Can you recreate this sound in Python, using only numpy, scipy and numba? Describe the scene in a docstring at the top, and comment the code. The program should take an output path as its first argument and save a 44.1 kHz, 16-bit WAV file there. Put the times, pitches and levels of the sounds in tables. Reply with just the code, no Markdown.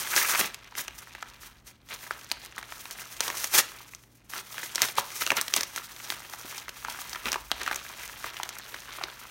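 """Dense paper rustle and a short rip come first: a padded envelope is torn open by hand, close under a phone.
It lies on a towel on a table in a quiet room and is emptied there. The bending sheet crackles low, parting
fibres fizz high, and both are thousands of tiny damped rings. Creases snap one by one as clusters of rings, the
envelope knocks against the table, and tugs bump the table as low noise. The room gives a short noise tail,
faint air, a low rumble and a mains hum."""
import sys
import numpy as np
from scipy import signal
from scipy.fft import rfft, irfft
from scipy.io import wavfile
from scipy.ndimage import uniform_filter1d, map_coordinates
from numba import njit

SR = 44100
rng = np.random.default_rng(int(sys.argv[2]) if len(sys.argv) > 2 else 0)


def field_ratio(decibels):
    """Amplitude ratio for a level in dB (20 dB per decade); scalars and array-likes work."""
    return 10 ** (np.asarray(decibels, dtype=float) / 20)


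def output_pcm(signal):
    """Save a mono or channel-first signal as 16-bit PCM at the path in sys.argv[1].

    Samples are clipped to [-1, 1] before scaling.
    """
    pcm = np.clip(np.atleast_2d(signal).T, -1, 1) * 32767
    wavfile.write(sys.argv[1], SR, np.round(pcm).astype(np.int16))


N = 410130  # samples, about 9.3 s


def unit(x):
    """Scale to rms 1."""
    return x / np.sqrt(np.mean(x ** 2))


def curve(rows):
    """Rows (s, value) joined by straight lines."""
    return np.interp(np.arange(N) / SR, *np.transpose(rows))


def colour(x, points):
    """Causal filter through (Hz, dB) points, from the folded cepstrum of the log gain."""
    hz, db = np.transpose(points)
    grid_hz = np.maximum(np.fft.rfftfreq(8192, 1 / SR), 1)
    gain_db = np.interp(np.log(grid_hz), np.log(hz), db)
    cepstrum = irfft(np.log(field_ratio(gain_db)))
    # folding the second half onto the first makes the filter minimum phase
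    cepstrum[1:4096] *= 2
    cepstrum[4097:] = 0
    impulse = irfft(np.exp(rfft(cepstrum)))
    return signal.fftconvolve(x, impulse)[:N]


def noise_band(order, low_hz, high_hz):
    """Steady noise between two frequencies, at rms 1."""
    band = signal.butter(order, (low_hz, high_hz), "bandpass", fs=SR, output="sos")
    return unit(signal.sosfilt(band, rng.standard_normal(N)))


def walk(rate):
    """Random levels held 1 / rate s and slewed twice; spread near 1."""
    k = int(SR / rate)
    held = np.repeat(rng.standard_normal(N // k + 1), k)
    return 1.73 * uniform_filter1d(uniform_filter1d(held, k), k)[:N]


@njit
def rings(s, hz, t60, size):
    """Each row is a damped ring that starts at once and is cut after its t60."""
    out = np.zeros(N)
    for k in range(len(s)):
        turn = np.exp(2j * np.pi * hz[k] / SR - np.log(1000) / (t60[k] * SR))
        z, start = size[k] + 0j, int(s[k] * SR)
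        for j in range(start, min(N, start + int(t60[k] * SR))):
            out[j] += z.imag
            z *= turn
    return out


def ring_grid(*columns):
    """Sum the rings of equally shaped 2-D arrays: start, pitch, t60, size."""
    return rings(*(np.ascontiguousarray(c).ravel() for c in columns))


def crackle(count, lo_hz, hi_hz, cycles, spread_db, flicker_db, flicker_rate):
    """Tiny facets of every size let go at random, in flurries; spread_db sets how sizes differ."""
    when, pitch, luck = rng.random((count, 3)).T
    hz = lo_hz * (hi_hz / lo_hz) ** pitch
    # small facets ring briefly, so they start harder
    size = hz * field_ratio(-spread_db * np.log(1 - .99 * luck))
    # the strain wanders over the sheet: patches of like facets are busy for a moment, then others
    patches = rng.standard_normal((300, 6))
    size = size * field_ratio(3 * map_coordinates(patches, [when * 299, pitch * 5], order=1))
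    grains = unit(rings(when * N / SR, hz, cycles / hz, size))
    return grains * field_ratio(flicker_db * walk(flicker_rate))


def effort(layer):
    """Drive in dB of the sheet (0) or the fibres (1): the steady grip plus every tug, swelling and letting go."""
    # steady grip on the envelope, before each layer's own trim: start_s, flexing_db, rubbing_db
    grip = np.array([(0, -38.5, -35.5), (.62, -54.5, -72), (1.3, -53, -64.5), (1.8, -70, -81),
                     (2.05, -49.5, -50), (2.5, -52.5, -74), (2.75, -52, -48.5), (3.4, -53, -59),
                     (3.749, -47, -52), (4.1, -73.5, -70), (4.46, -60, -77), (4.7, -50.5, -70),
                     (5.2, -45.5, -42), (5.9, -51, -55), (6.45, -47.5, -49), (6.615, -46.5, -52.5),
                     (6.665, -55, -64), (6.685, -55.5, -53.5), (7.1, -45.5, -49), (7.47, -54, -57.5),
                     (7.6, -45.5, -53.5), (8.9, -49, -54.5), (9.3, -51, -58)])
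    # tugs, rips and squeezes, before each layer's own trim:
    # greatest_force_s, length_s, flexing_db, parting_db
    tugs = np.array([(0.176, 0.079, -33, -27), (0.242, 0.11, -49, -31), (0.31, 0.048, -38, -27.5),
                     (0.4, 0.025, -27, -26.5), (0.441, 0.039, -31.5, -38.5), (0.788, 0.035, -41, -37),
                     (0.989, 0.064, -51, -48.5), (1.437, 0.055, -55, -49.5), (1.678, 0.032, -52.5, -47),
                     (1.92, 0.053, -39.5, -46.5), (2.427, 0.056, -45, -53.5), (2.588, 0.031, -42, -55),
                     (2.996, 0.047, -40.5, -47), (3.258, 0.17, -39.5, -43), (3.402, 0.11, -52, -37),
                     (3.554, 0.031, -26, -21.5), (3.585, 0.017, -23, -21.5), (4.301, 0.0083, -44.5, -45),
                     (4.361, 0.054, -37, -40.5), (4.58, 0.19, -44, -43.5), (4.833, 0.054, -28.5, -31.5),
                     (4.988, 0.036, -30.5, -38.5), (5.217, 0.015, -25, -28), (5.378, 0.02, -25, -36.5),
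                     (5.572, 0.048, -31.5, -33), (5.767, 0.047, -41.5, -42.5), (6.08, 0.17, -48, -48),
                     (6.89, 0.12, -41.5, -52.5), (7.27, 0.062, -36.5, -45.5), (7.632, 0.15, -40, -56),
                     (8.037, 0.13, -50, -47.5), (8.258, 0.088, -43, -48), (9.02, 0.11, -44.5, -67)])
    # limiting slopes for (sheet, fibres), dB per tug length
    rise_db, fall_db = (36.5, 24.5), (15.5, 15)
    hold = 0.34  # share of a tug's length over which the force stays near its top
    t = np.arange(0, N, 64) / SR
    x = (t - tugs[:, :1]) / tugs[:, 1:2]
    away = np.hypot(x, hold) - hold
    tug_db = tugs[:, 2 + layer, None] - np.where(x < 0, rise_db[layer], fall_db[layer]) * away
    grip_db = np.interp(t, grip[:, 0], grip[:, 1 + layer])
    power = field_ratio(2 * grip_db) + field_ratio(2 * tug_db).sum(axis=0)
    return np.interp(np.arange(N) / SR, t, 10 * np.log10(power))


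def room():
    """Faint room air, a deep rumble that swells now and then, and a steady mains hum."""
    # spectrum of the air, shape only: pitch_hz, relative_level_db (per Hz)
    air_shape = [(60, -26.5), (90, -9), (260, -8.5), (430, -17.5), (1120, -24.5), (15400, -50.5)]
    # rumble rms over time: start_s, level_db
    rumble_level = [(0, -62.5), (1.3, -63), (4.5, -68), (6.5, -65), (7.55, -55.5), (7.8, -62.5), (9.3, -65)]
    air_db, hum_hz, hum_db = -63.5, 118.2, -66  # rms levels
    air = unit(colour(rng.standard_normal(N), air_shape)) * field_ratio(air_db)
    rumble = noise_band(2, 42, 66) * field_ratio(curve(rumble_level))
    hum = np.sqrt(2) * field_ratio(hum_db) * np.sin(2 * np.pi * hum_hz * np.arange(N) / SR)
    return air + rumble + hum


def walls(x):
    """Diffuse return of a small furnished room: a dull, short tail of decaying noise."""
    t60_s, tail_db, top_hz = .35, -16.5, 4840
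    t = np.arange(int(.4 * SR)) / SR
    onset = np.minimum(t / 0.00024, 1)
    tail = rng.standard_normal(len(t)) * field_ratio(-60 * t / t60_s) * onset
    tail = signal.lfilter(*signal.butter(1, top_hz, fs=SR), tail)
    return field_ratio(tail_db) * signal.fftconvolve(x, tail / np.linalg.norm(tail))[:N]


def thuds():
    """Each tug also pushes the table through the towel: a dull bump that follows the flexing."""
    return noise_band(2, 70, 220) * field_ratio(effort(0) - 23.0 + 1.7 * walk(11))


def knocks():
    """The envelope knocks against the table now and then: a few damped thumps, the towel swallowing the deepest
    part."""
    # knocks against the table: start_s, level_db (of each thump, before the towel), pitch_hz (centre)
    knock_rows = [(0.41, -25, 298), (5.315, -18, 415.8), (5.583, -31, 323), (6.448, -30, 500),
                  (7.254, -27.5, 242), (7.516, -28, 900)]
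    cycles, longest_lag_s, spread_oct = 3.2, 0.0218, 0.74
    s, level_db, hz = np.transpose(knock_rows)[:, :, None]
    lag, off = np.moveaxis(rng.random((len(knock_rows), 4, 2)), 2, 0)
    thump_hz = hz * 2 ** (spread_oct * (off - .5))
    thump_s = s + longest_lag_s * lag ** 2
    thumps = ring_grid(thump_s, thump_hz, cycles / thump_hz, field_ratio(level_db + 0 * lag))
    return signal.lfilter(*signal.butter(2, 190, "highpass", fs=SR), thumps)


def rips():
    """The flap rips along its edge, ever harder until it gives: a mid-band crackle that stops dead."""
    # running tears: start_s, end_s, final_level_db (before flicker and paper colour)
    tears = [(0.105, 0.357, -20.5), (3.54, 3.593, -28)]
    swell_db, stop_s = 18, 0.0066  # rise over a tear, time constant of its stop
    t, gain = np.arange(N) / SR, 0
    for start, end, db in tears:
        swell = field_ratio(db - swell_db * (end - t) / (end - start)) * (t > start)
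        stop = field_ratio(db) * np.exp(-np.abs(t - end) / stop_s)
        gain = gain + np.where(t < end, swell, stop)
    return gain * crackle(count=15000, lo_hz=1030, hi_hz=2630, cycles=17.0, spread_db=-2.0,
                          flicker_db=3.0, flicker_rate=100)


def rustle():
    """The bending sheet gives the low crackle, the parting and rubbing fibres the high fizz."""
    flex = crackle(count=30000, lo_hz=216, hi_hz=4390, cycles=8.0, spread_db=3.0,
                   flicker_db=1.5, flicker_rate=75)
    fibre = crackle(count=70000, lo_hz=4210, hi_hz=17400, cycles=2.8, spread_db=3.0,
                    flicker_db=2.5, flicker_rate=97)
    return flex * field_ratio(effort(0) + 4.5) + fibre * field_ratio(effort(1) + 7.5)


def small_snaps(count):
    """Lesser creases give way at random, harder the more the sheet is flexed; rows for snaps()."""
    when, pitch, luck = rng.random((count, 3)).T
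    s = when * N / SR
    level_db = effort(0)[(s * SR).astype(int)] + 1.5 + 14 * luck ** 2
    return np.transpose([s, level_db, 1000 * 9.0 ** pitch])


def snaps(rows):
    """A crease flips, then settles in weaker steps: facet rings, splinters spread wide, the envelope answers."""
    # modes of the padded envelope: pitch_hz (centre), relative_level_db, t60_s
    body_modes = [(335, -9.5, 0.023), (620, -6.5, 0.016), (1025, -13, 0.02)]
    # the emptied envelope turns away and its splinters lose their top above the facet's pitch
    away_s, away_db_per_oct = 8.9, 9.5
    s, level_db, hz = np.transpose(rows)[:, :, None]
    # per snap: 8 facet rings, then 16 splinters
    lag, off, luck = np.moveaxis(rng.random((len(rows), 24, 3)), 2, 0)
    first = lag[:, :8].min(axis=1, keepdims=True)
    lag = np.hstack([np.sort(lag[:, :8]) - first, lag[:, 8:]])
    at = s + .006 * lag ** 2
    size = field_ratio(level_db + 0.3 - 12.3 * lag - 2.64 * luck) * np.sign(luck - .5)

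    facet_hz = hz * 2 ** (.45 * (off[:, :8] - .5))
    facet = ring_grid(at[:, :8], facet_hz, 10.6 / facet_hz, field_ratio(3.0) * size[:, :8])

    # splinters cover all sizes evenly, strongest near the facet's own
    wide_hz = 700 * 24 ** ((np.arange(16) + off[:, 8:]) / 16)
    octaves = np.log2(wide_hz / hz)
    turned_db = away_db_per_oct * (s > away_s) * np.maximum(octaves, 0)
    near = field_ratio(-5.5 * np.abs(octaves) - turned_db)
    wide_size = field_ratio(3.5) * size[:, 8:] * near * (wide_hz / 1000) ** .6
    splinters = ring_grid(at[:, 8:], wide_hz, 9.0 / wide_hz, wide_size)

    # the grip shifts the body's modes; large, low facets shake it hardest
    mode_hz, mode_db, t60 = np.transpose(body_modes)
    shift = rng.standard_normal((len(rows), len(body_modes)))
    shake = field_ratio(level_db + mode_db - 2.0 * np.log2(hz / 1000))
    body = ring_grid(s + 0.00171 + 0 * shift, mode_hz * (1 + 0.13 * shift), t60 + 0 * shift, shake)
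    return facet + splinters + body


def scene():
    """Paper near the microphone, its echo, the table, and the room."""
    # creases that snap: start_s, level_db (before ring gains and paper colour), pitch_hz (freed facet)
    crease_rows = [(0.1634, -10.5, 5560), (0.178, -15.5, 1590), (0.337, -14, 2030), (0.349, -15, 2020),
                   (0.382, -23, 2820), (0.3934, -11.5, 9200), (0.411, -13, 2400), (0.5445, -25, 4750),
                   (0.7525, -29, 2530), (0.7924, -23.5, 1730), (0.8807, -22, 2870), (1.1501, -27, 1890),
                   (1.226, -22, 1510), (2.109, -20, 1500), (2.3155, -12.5, 4550), (2.58, -26, 1700),
                   (2.628, -28, 2030), (2.7221, -26, 1830), (2.8548, -28, 2250), (2.9101, -23, 5500),
                   (3.2055, -8.5, 4870), (3.2798, -15, 3870), (3.3012, -16.5, 1740), (3.4425, -13, 6350),
                   (3.936, -36.5, 2270), (3.9488, -32, 6430), (4.037, -45.5, 2560), (4.336, -26, 1810),
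                   (4.379, -28, 4010), (4.5808, -22.5, 1780), (4.6317, -22, 1800), (4.7495, -21.5, 6890),
                   (4.7574, -14.5, 5900), (4.7804, -17.5, 1760), (4.8188, -4.5, 6800), (4.9834, -11.5, 880),
                   (5.2648, -14.5, 3330), (5.2743, -17, 3600), (5.3042, -12, 2480), (5.3182, -10.5, 1710),
                   (5.4129, -12.5, 8000), (5.4808, -19, 4900), (5.5387, -10.5, 5440), (5.5641, -9.5, 8300),
                   (5.6085, -14, 5550), (5.6324, -16, 5440), (5.7612, -19.5, 6600), (5.7776, -25, 1520),
                   (5.782, -26, 4700), (6.001, -33.5, 2490), (6.1024, -18, 3900), (6.1225, -22, 1680),
                   (6.219, -36, 5220), (6.3354, -23, 1370), (6.5798, -23.5, 4450), (6.682, -26.5, 1740),
                   (6.692, -23, 4260), (6.8487, -22.5, 1560), (6.8841, -22.5, 1000), (6.899, -22.5, 4500),
                   (6.9889, -24, 1310), (7.1305, -21.5, 5100), (7.148, -28.5, 1600), (7.158, -20.5, 1670),
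                   (7.3186, -18, 5170), (7.3291, -12, 3250), (7.3426, -16.5, 2030), (7.358, -17.5, 990),
                   (7.5157, -12, 2730), (7.6149, -24, 2000), (7.663, -20.5, 1860), (7.6768, -15.5, 1600),
                   (7.7127, -15, 1460), (7.729, -21, 2310), (7.7451, -25, 6000), (7.7596, -19, 6450),
                   (8.2425, -21.5, 1220), (8.265, -28, 1090), (8.342, -31, 1760), (8.368, -26.5, 3480),
                   (8.399, -22.5, 990), (8.4321, -16.5, 3800), (8.491, -23, 6160), (8.5857, -27.5, 8900),
                   (8.7429, -23, 1980), (8.9853, -24, 980), (9.0123, -19.5, 1200), (9.0372, -15.5, 4030)]
    # response of sheet and microphone together: pitch_hz, gain_db
    paper_response = [(90, -71), (150, -26), (345, -11.5), (820, -8.5), (970, -5), (1600, -4), (4800, -6),
                      (6200, -1.5), (7600, -6.5), (9200, -4), (10500, -7), (11500, -4)]
    creases = snaps(crease_rows) + snaps(small_snaps(count=900))
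    paper = colour(rustle() + rips() + creases, paper_response) + knocks()
    mix = paper + walls(paper) + thuds() + room()
    return mix[None]


def low_pass(x):
    """Removes everything above the highest recorded frequency."""
    return signal.sosfilt(signal.butter(12, 16990, fs=SR, output="sos"), x)


def record(dry):
    """A steep low-pass limits the band of the finished mix to 15.9 kHz."""
    band_limit = signal.ellip(10, .2, 60, 15900, fs=SR, output="sos")
    finished = signal.sosfilt(band_limit, dry)
    return low_pass(finished)


dry = scene()
out = record(dry)
output_pcm(out)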